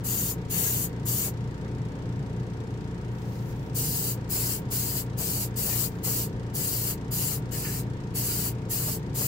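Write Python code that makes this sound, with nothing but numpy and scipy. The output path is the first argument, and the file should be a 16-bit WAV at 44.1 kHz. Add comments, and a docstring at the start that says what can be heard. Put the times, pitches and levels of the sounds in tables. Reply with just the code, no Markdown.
"""Airbrush bursts in a spray booth

An airbrush sprays a card in short bursts close to two microphones: shaped noise for the jet and its splash,
with faint leaks between bursts and low whooshes at the card's edge. A small piston compressor hums in sine
waves and puffs once a turn. Two light knocks are heard over the booth fan's steady, slightly patchy noise."""
import sys
import numpy as np
from scipy import signal
from scipy.fft import rfft, irfft, next_fast_len
from scipy.io import wavfile
from scipy.ndimage import uniform_filter1d, map_coordinates

SR = 44100
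rng = np.random.default_rng(int(sys.argv[2]) if len(sys.argv) > 2 else 0)


def wav_out(sig):
    """Save sig, one row per channel (or a flat mono array), as 16-bit PCM at SR to the path in sys.argv[1]."""
    wavfile.write(sys.argv[1], SR, np.round(np.clip(np.atleast_2d(sig).T, -1, 1) * 32767).astype(np.int16))


def linear_from_db(decibels):
    """Turn decibels (scalar or array-like) into linear amplitude factors; 0 gives 1."""
    return 10 ** (np.asarray(decibels, float) / 20)


N = 408796  # length of the scene in samples

# One pull of the trigger a row, levels before echoes and left-right balance:
# [start_s, length_s, closing_s, jet_level_db, splash_level_db (compared with the jet)]
TRIGGER_PULLS = [(.029, .33, .06, -31.5, -19), (.487, 0.41, .065, -31.5, -18),
                 (1.042, 0.28, 0.063, -32, -18.5), (3.735, 0.44, 0.079, -31, -21.5),
                 (4.282, 0.34, 0.093, -31.5, -18.5), (4.693, 0.37, 0.091, -31.5, -19),
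                 (5.163, 0.34, 0.092, -31.5, -18), (5.548, .36, 0.071, -31, -18),
                 (6.021, 0.28, .09, -31.5, -18), (6.529, 0.44, .07, -31.5, -20),
                 (7.099, .31, 0.085, -31.5, -19.5), (7.500, 0.35, 0.078, -34.5, -15),
                 (8.133, .407, 0.075, -32, -17), (8.684, 0.32, 0.082, -31.5, -19),
                 (9.133, .3, .08, -31.5, -17.5)]
# Colour of the jet with the nozzle held high, before brightening: [frequency_hz, relative_level_db per Hz]
JET_HIGH_COLOUR = [(1530, -46), (2600, -25), (2830, -13), (4030, -14.5), (4620, -8.5), (5030, -13.5),
                   (5760, -9.5), (6960, -1.5), (8480, -5.5), (11000, -7), (14400, 1), (15900, -8.5)]
# Colour of the jet with the nozzle held low, before brightening: [frequency_hz, relative_level_db per Hz]
JET_LOW_COLOUR = [(1530, -26), (2600, -17), (2890, -7.5), (3250, -12.5), (3650, -13.5), (4130, -6.5),
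                  (4620, -2.5), (5760, -7), (7290, 0.5), (7920, 0.5), (9720, -4.5), (11200, -1.5),
                  (15000, 2), (15900, -1.5)]
# Colour of the spray hitting the card: [frequency_hz, relative_level_db per Hz]
SPLASH_COLOUR = [(600, -5), (1200, -6.5), (2000, -5), (2900, -4.5), (3400, -20)]
# How much the spray leans to the left at each pitch: [frequency_hz, left_over_right_db]
SPRAY_LEAN = [(3000, -0.5), (5000, 0), (8000, 0), (11000, -3), (15000, 5)]


def airbrush():
    """Turbulent jet and its duller splash on the card; the hand moves, so the echoes keep changing."""
    lowered_s = 2.5  # bursts that start after this have the nozzle held lower
    lean_db, sway_db = 3, 1.9  # left over right, and its drift as the hand sweeps
    halves = np.array([[.5], [-.5]])  # half of a lean goes to each side
    out = np.zeros((2, N))
    for start_s, length_s, closing_s, jet_db, splash_db in TRIGGER_PULLS:
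        level = valve(length_s, closing_s)
        size = len(level)
        colour = JET_HIGH_COLOUR if start_s < lowered_s else JET_LOW_COLOUR
        # three noises: one shared by both microphones, then one for each
        jet = hiss(colour, size, channels=3)
        sizzle_db = 0.6 + 0.83 * (jet_db + 32)  # a stronger jet is brighter at the top
        jet = filtered(jet, lambda hz: linear_from_db(sizzle_db / (1 + (10000 / (hz + 1)) ** 6)))
        # the paint atomises unevenly
        flutter_db = 0.53 * wobble(24, size) + 0.55 * wobble(153.7, size) + 0.5 * wobble(7.7, size)
        splash = linear_from_db(splash_db + 1.3 * wobble(14, size)) * hiss(SPLASH_COLOUR, size, channels=3)
        spray = level * linear_from_db(jet_db + flutter_db) * (jet + splash)

        near = linear_from_db(1.24) * moving(spray[:1], SR // 30, echo_db=7.5, t60=0.067)
        near[:, :size] += linear_from_db(-3.5) * spray[1:]  # eddies that radiate toward one microphone only
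        with_tail = np.pad(spray[1:], ((0, 0), (0, SR // 4)))
        workshop = booth(with_tail, echo_db=30, t60=0.22)
        near += linear_from_db(-24) * workshop[:, :near.shape[1]]

        near = filtered(near, lambda hz: linear_from_db(along(SPRAY_LEAN, hz) * halves))
        swaying_db = lean_db + sway_db * wobble(9.3, near.shape[1])
        add(out, round(start_s * SR), near * linear_from_db(swaying_db * halves))
    return out


def valve(length_s, closing_s):
    """Pressure builds behind the needle: quick opening, slow sag, then closing ever faster."""
    opening_s, opening_power, closing_power = 0.0077, 6.5, 3.34
    sag_db_per_s = 1.5  # pressure in the hose sinks while the valve is open
    t = np.arange(round(length_s * SR)) / SR
    closing = np.clip(1 - (length_s - t) / closing_s, 0, 1)
    rise = (1 - np.exp(-t / opening_s)) ** opening_power
    fall = (1 - closing ** 2) ** closing_power
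    return rise * fall * linear_from_db(-sag_db_per_s * (t - length_s / 2))


def moving(x, hop, echo_db, t60):
    """A source in a moving hand: the echoes cross-fade to new ones every hop samples."""
    out = np.zeros((2, x.shape[1] + SR // 2))
    padded = np.pad(x, ((0, 0), (hop, 2 * hop)))
    fade = np.sin(np.pi * np.arange(2 * hop) / (2 * hop))  # equal power, since the echoes are unrelated
    for start in range(0, x.shape[1] + hop, hop):
        piece = booth(fade * padded[:, start:start + 2 * hop], echo_db, t60)
        out[:, start:start + piece.shape[1]] += piece
    return out[:, hop:hop + x.shape[1] + SR // 4]


def booth(x, echo_db, t60):
    """Direct sound, earlier on the left, and dying random wall echoes, unlike at each microphone."""
    t = np.arange(SR // 8) / SR
    walls = rng.standard_normal((2, len(t))) * linear_from_db(-60 * t / t60)
    walls *= linear_from_db(echo_db) / np.linalg.norm(walls, axis=1, keepdims=True)  # echoes against direct sound
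    walls[[0, 1], [0, 8]] += 1  # direct sound reaches the right 8 samples later
    walls /= np.linalg.norm(walls, axis=1, keepdims=True)
    return signal.fftconvolve(x, walls, axes=1)


# Air seeping past the needle, one curve a leak, before the left-right gains: [time_s, thin_hiss_level_db]
LEAKS = [
    [(3.1, -82), (3.14, -70), (3.27, -62), (3.36, -60), (3.44, -64), (3.51, -58), (3.54, -66), (3.64, -70),
     (3.7, -78)],
    [(5.9, -61), (6.0, -71), (6.03, -64)],
]
# Colour of the thin hiss: [frequency_hz, relative_level_db per Hz]
THIN_COLOUR = [(6000, -30), (10000, -5), (12500, -4), (14300, 0), (16000, -2)]
# Colour of the fuller hiss: [frequency_hz, relative_level_db per Hz]
FULLER_COLOUR = [(2500, -25), (4500, -3), (7300, -4), (8500, -10), (11000, -25)]


def seeps():
    """A finger resting on the trigger lets a little air hiss out: thin at first, fuller as the gap widens."""
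    out = np.zeros((2, N))
    for leak in LEAKS:
        time_s, level_db = np.transpose(leak)
        start = round(time_s[0] * SR)
        t = np.arange(start, round(time_s[-1] * SR)) / SR
        thin_db = np.interp(t, time_s, level_db)
        fuller_db = -63 + 1.4 * (thin_db + 60.5)  # grows faster than the thin hiss
        thin = linear_from_db(thin_db + 2.8 * wobble(14, len(t))) * hiss(THIN_COLOUR, len(t), channels=2)
        fuller = linear_from_db(fuller_db) * hiss(FULLER_COLOUR, len(t), channels=2)
        add(out, start, linear_from_db([[4.5], [1.5]]) * (thin + fuller))
    return out


# The jet sweeps over an edge of the card: [peak_time_s, peak_level_db]
EDGE_SWEEPS = [(.15, -48), (.53, -60), (.81, -50), (1.28, -45), (3.78, -49), (3.95, -48), (4.05, -45),
               (4.37, -43.5), (4.5, -45), (4.96, -46), (5.22, -42), (5.37, -44), (5.69, -42), (5.83, -44),
               (6.08, -41), (6.75, -53), (7.32, -44.5), (8.46, -45), (8.89, -42), (9.22, -41.5)]
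# Colour of the whoosh: [frequency_hz, relative_level_db per Hz]
EDGE_COLOUR = [(200, -25), (500, -4), (1000, -9.5), (1600, -17.5), (2500, -21), (4000, -35)]


def edges():
    """The jet splitting on the card's edge makes a brief low whoosh."""
    t, level = np.arange(N) / SR, np.zeros(N)
    for peak_s, peak_db in EDGE_SWEEPS:
        level += linear_from_db(peak_db) * np.exp(-((t - peak_s) / 0.016) ** 2)
    shared, apart = hiss(EDGE_COLOUR, N), hiss(EDGE_COLOUR, N, channels=2)
    return level * unit(shared + 1.45 * apart)


# Compressor hum before the left-right balance: [multiple_of_turn_rate, level_db]
HUM_HARMONICS = [(1, -70.5), (2, -46.0), (3, -46.4), (4, -37.5), (5, -54), (6, -45), (7, -47), (8, -61),
                 (9, -50.5), (10, -50.5), (11, -57.5), (12, -54), (13, -56), (14, -56.5), (15, -51),
                 (16, -59.5), (17, -62), (18, -66), (20, -72), (21, -64.5), (22, -66), (24, -67), (25, -61),
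                 (26, -64.5), (28, -68), (30, -66), (31, -61.5), (32, -58.5), (33, -63.5), (34, -69),
                 (36, -71), (37, -73.5), (38, -73), (40, -70.5)]
# Magnetic hum of the motor, before the left-right balance: [pitch_hz, level_db]
MOTOR_HUM = [(60, -58), (120, -46)]
# Colour of the valve puff: [frequency_hz, relative_level_db per Hz]
PUFF_COLOUR = [(1500, -20), (3000, -1.5), (5500, 0), (8000, -4), (11000, -15), (16000, -20)]
# How alike left and right are, for the compressor hum and the fan: [frequency_hz, likeness from -1 to 1]
LIKENESS = [(30, 0.69), (60, 0.98), (180, 0.98), (550, 0.72), (1650, -0.25), (4970, 0.061), (15000, -0.13)]


def compressor():
    """Steady harmonics of the crank and motor, and a valve puff that starts sharply once a turn."""
    turn_hz = 29.26
    t = np.arange(N) / SR
    turns = turn_hz * t
    hum = np.zeros((2, N))
    # weak, uneven upper harmonics
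    upper = [(k, -78 - 0.12 * (k - 41) + 3 * rng.standard_normal()) for k in range(41, 80)]
    for k, level_db in [*HUM_HARMONICS, *upper]:
        apart = half_angle(k * turn_hz) * np.array([[1], [-1]])
        phase = 2 * np.pi * (k * turns + rng.uniform()) + 0.013 * k * wobble(3)
        hum += np.sqrt(2) * linear_from_db(level_db + 0.5 * wobble(4)) * np.sin(phase + apart)
    for pitch_hz, level_db in MOTOR_HUM:
        hum += np.sqrt(2) * linear_from_db(level_db) * np.sin(2 * np.pi * pitch_hz * t)

    since = turns - 0.14  # the puff comes this far into the turn
    puff_number = np.floor(since).astype(int) + 1
    strength_db = 0.8 * rng.standard_normal(int(turns[-1]) + 3)[puff_number]
    age_s = since % 1 / turn_hz
    shape = linear_from_db(strength_db - 60 * age_s / 0.06) * (1 - np.exp(-age_s / 0.0008))
    puff = shape * hiss(PUFF_COLOUR, N, channels=2) * linear_from_db([[-49.3], [-54.8]])
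    return hum * linear_from_db([[0.6], [-0.6]]) + puff


# Something light knocks in the room: [start_s, level_db before the fade, fade_by_60_db_s, pitch_hz]
LIGHT_KNOCKS = [(1.66, -39, .04, 1200), (7.648, -38, .25, 1750)]
# Colour of a knock around its pitch: [multiple_of_pitch, relative_level_db per Hz]
KNOCK_COLOUR = [(.5, -22), (.7, -13), (.91, -11), (1, 0), (1.09, -12), (1.66, -11), (2.3, -40)]


def knocks():
    """Short dull rattles of a light object: noise gathered around a pitch, dying away."""
    out, t = np.zeros((2, N)), np.arange(SR // 4) / SR
    for start_s, level_db, t60, pitch_hz in LIGHT_KNOCKS:
        colour = [(k * pitch_hz, colour_db) for k, colour_db in KNOCK_COLOUR]
        shape = linear_from_db(level_db - 60 * t / t60) * (1 - np.exp(-t / 0.0018))
        add(out, round(start_s * SR), shape * hiss(colour, len(t), channels=2))
    return out


# Colour of the fan's rush: [frequency_hz, relative_level_db per Hz]
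FAN_COLOUR = [(15, -42), (30, -10.5), (70, -15.5), (110, -4), (140, 2), (165, -4), (230, -12), (330, -15.5),
              (520, -16), (575, -25), (630, -24), (680, -31), (760, -26), (855, -26.5), (950, -27.5),
              (1200, -29), (1750, -29), (2200, -34), (3400, -39), (8000, -50.5), (11000, -61), (16000, -59)]


def fan():
    """Air rushing through the booth's filter: alike in the bass, unrelated in the treble, a little patchy."""
    spectra = signal.stft(rng.standard_normal((2, N)), nperseg=512)[2]
    patches = uniform_filter1d(rng.standard_normal(spectra.shape[1:]), 5, 0)  # smooth over frequency
    patches = uniform_filter1d(patches, 12, 1)  # and over time
    pair = signal.istft(spectra * linear_from_db(0.8 * unit(patches)), nperseg=512)[1][:, :N]

    def shares(hz):
        return linear_from_db(along(FAN_COLOUR, hz)) * [np.cos(half_angle(hz)), np.sin(half_angle(hz))]

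    mid, side = filtered(pair, shares)
    return linear_from_db([[-35.5], [-36.5]]) * unit(np.array([mid + side, mid - side]))


def half_angle(hz):
    """Half the angle between left and right whose cosine is their likeness."""
    return np.arccos(np.clip(along(LIKENESS, hz), -1, 1)) / 2


def hiss(colour, size, channels=1):
    """Coloured noise of rms 1."""
    return unit(filtered(rng.standard_normal((channels, size)), lambda hz: linear_from_db(along(colour, hz))))


def filtered(x, response):
    """x with each frequency multiplied by response(hz)."""
    m = next_fast_len(x.shape[-1] + 8192)  # silence added so the end does not wrap onto the start
    return irfft(rfft(x, m) * response(np.fft.rfftfreq(m, 1 / SR)), m)[..., :x.shape[-1]]


def along(points, hz):
    """Reads a curve of (Hz, value) points on a log frequency axis."""
    point_hz, value = np.transpose(points)
    return np.interp(np.log(hz + 1), np.log(point_hz + 1), value)


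def wobble(rate, size=N):
    """A smooth random curve, rate knots a second."""
    knots = rng.standard_normal(int(size * rate / SR) + 4)
    return map_coordinates(knots, [np.arange(size) * rate / SR])


def unit(x):
    """Scaled to rms 1."""
    return x / np.sqrt(np.mean(x ** 2) + 1e-20)


def add(out, start, x):
    """Mixes x into out from sample start."""
    out[:, start:start + x.shape[1]] += x[:, :N - start]


def scene():
    """All sources as the two microphones get them."""
    return airbrush() + seeps() + edges() + compressor() + knocks() + fan()


def low_pass(x):
    """Removes everything above the highest recorded frequency."""
    return signal.sosfilt(signal.butter(12, 16970, fs=SR, output="sos"), x)


def record(dry):
    """A steep band limit: the top fades over 150 Hz and is gone at 15860 Hz."""
    mix = filtered(dry, lambda hz: np.clip((15860 - hz) / 150, 0, 1))
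    return low_pass(mix)


dry = scene()
out = record(dry)
wav_out(out)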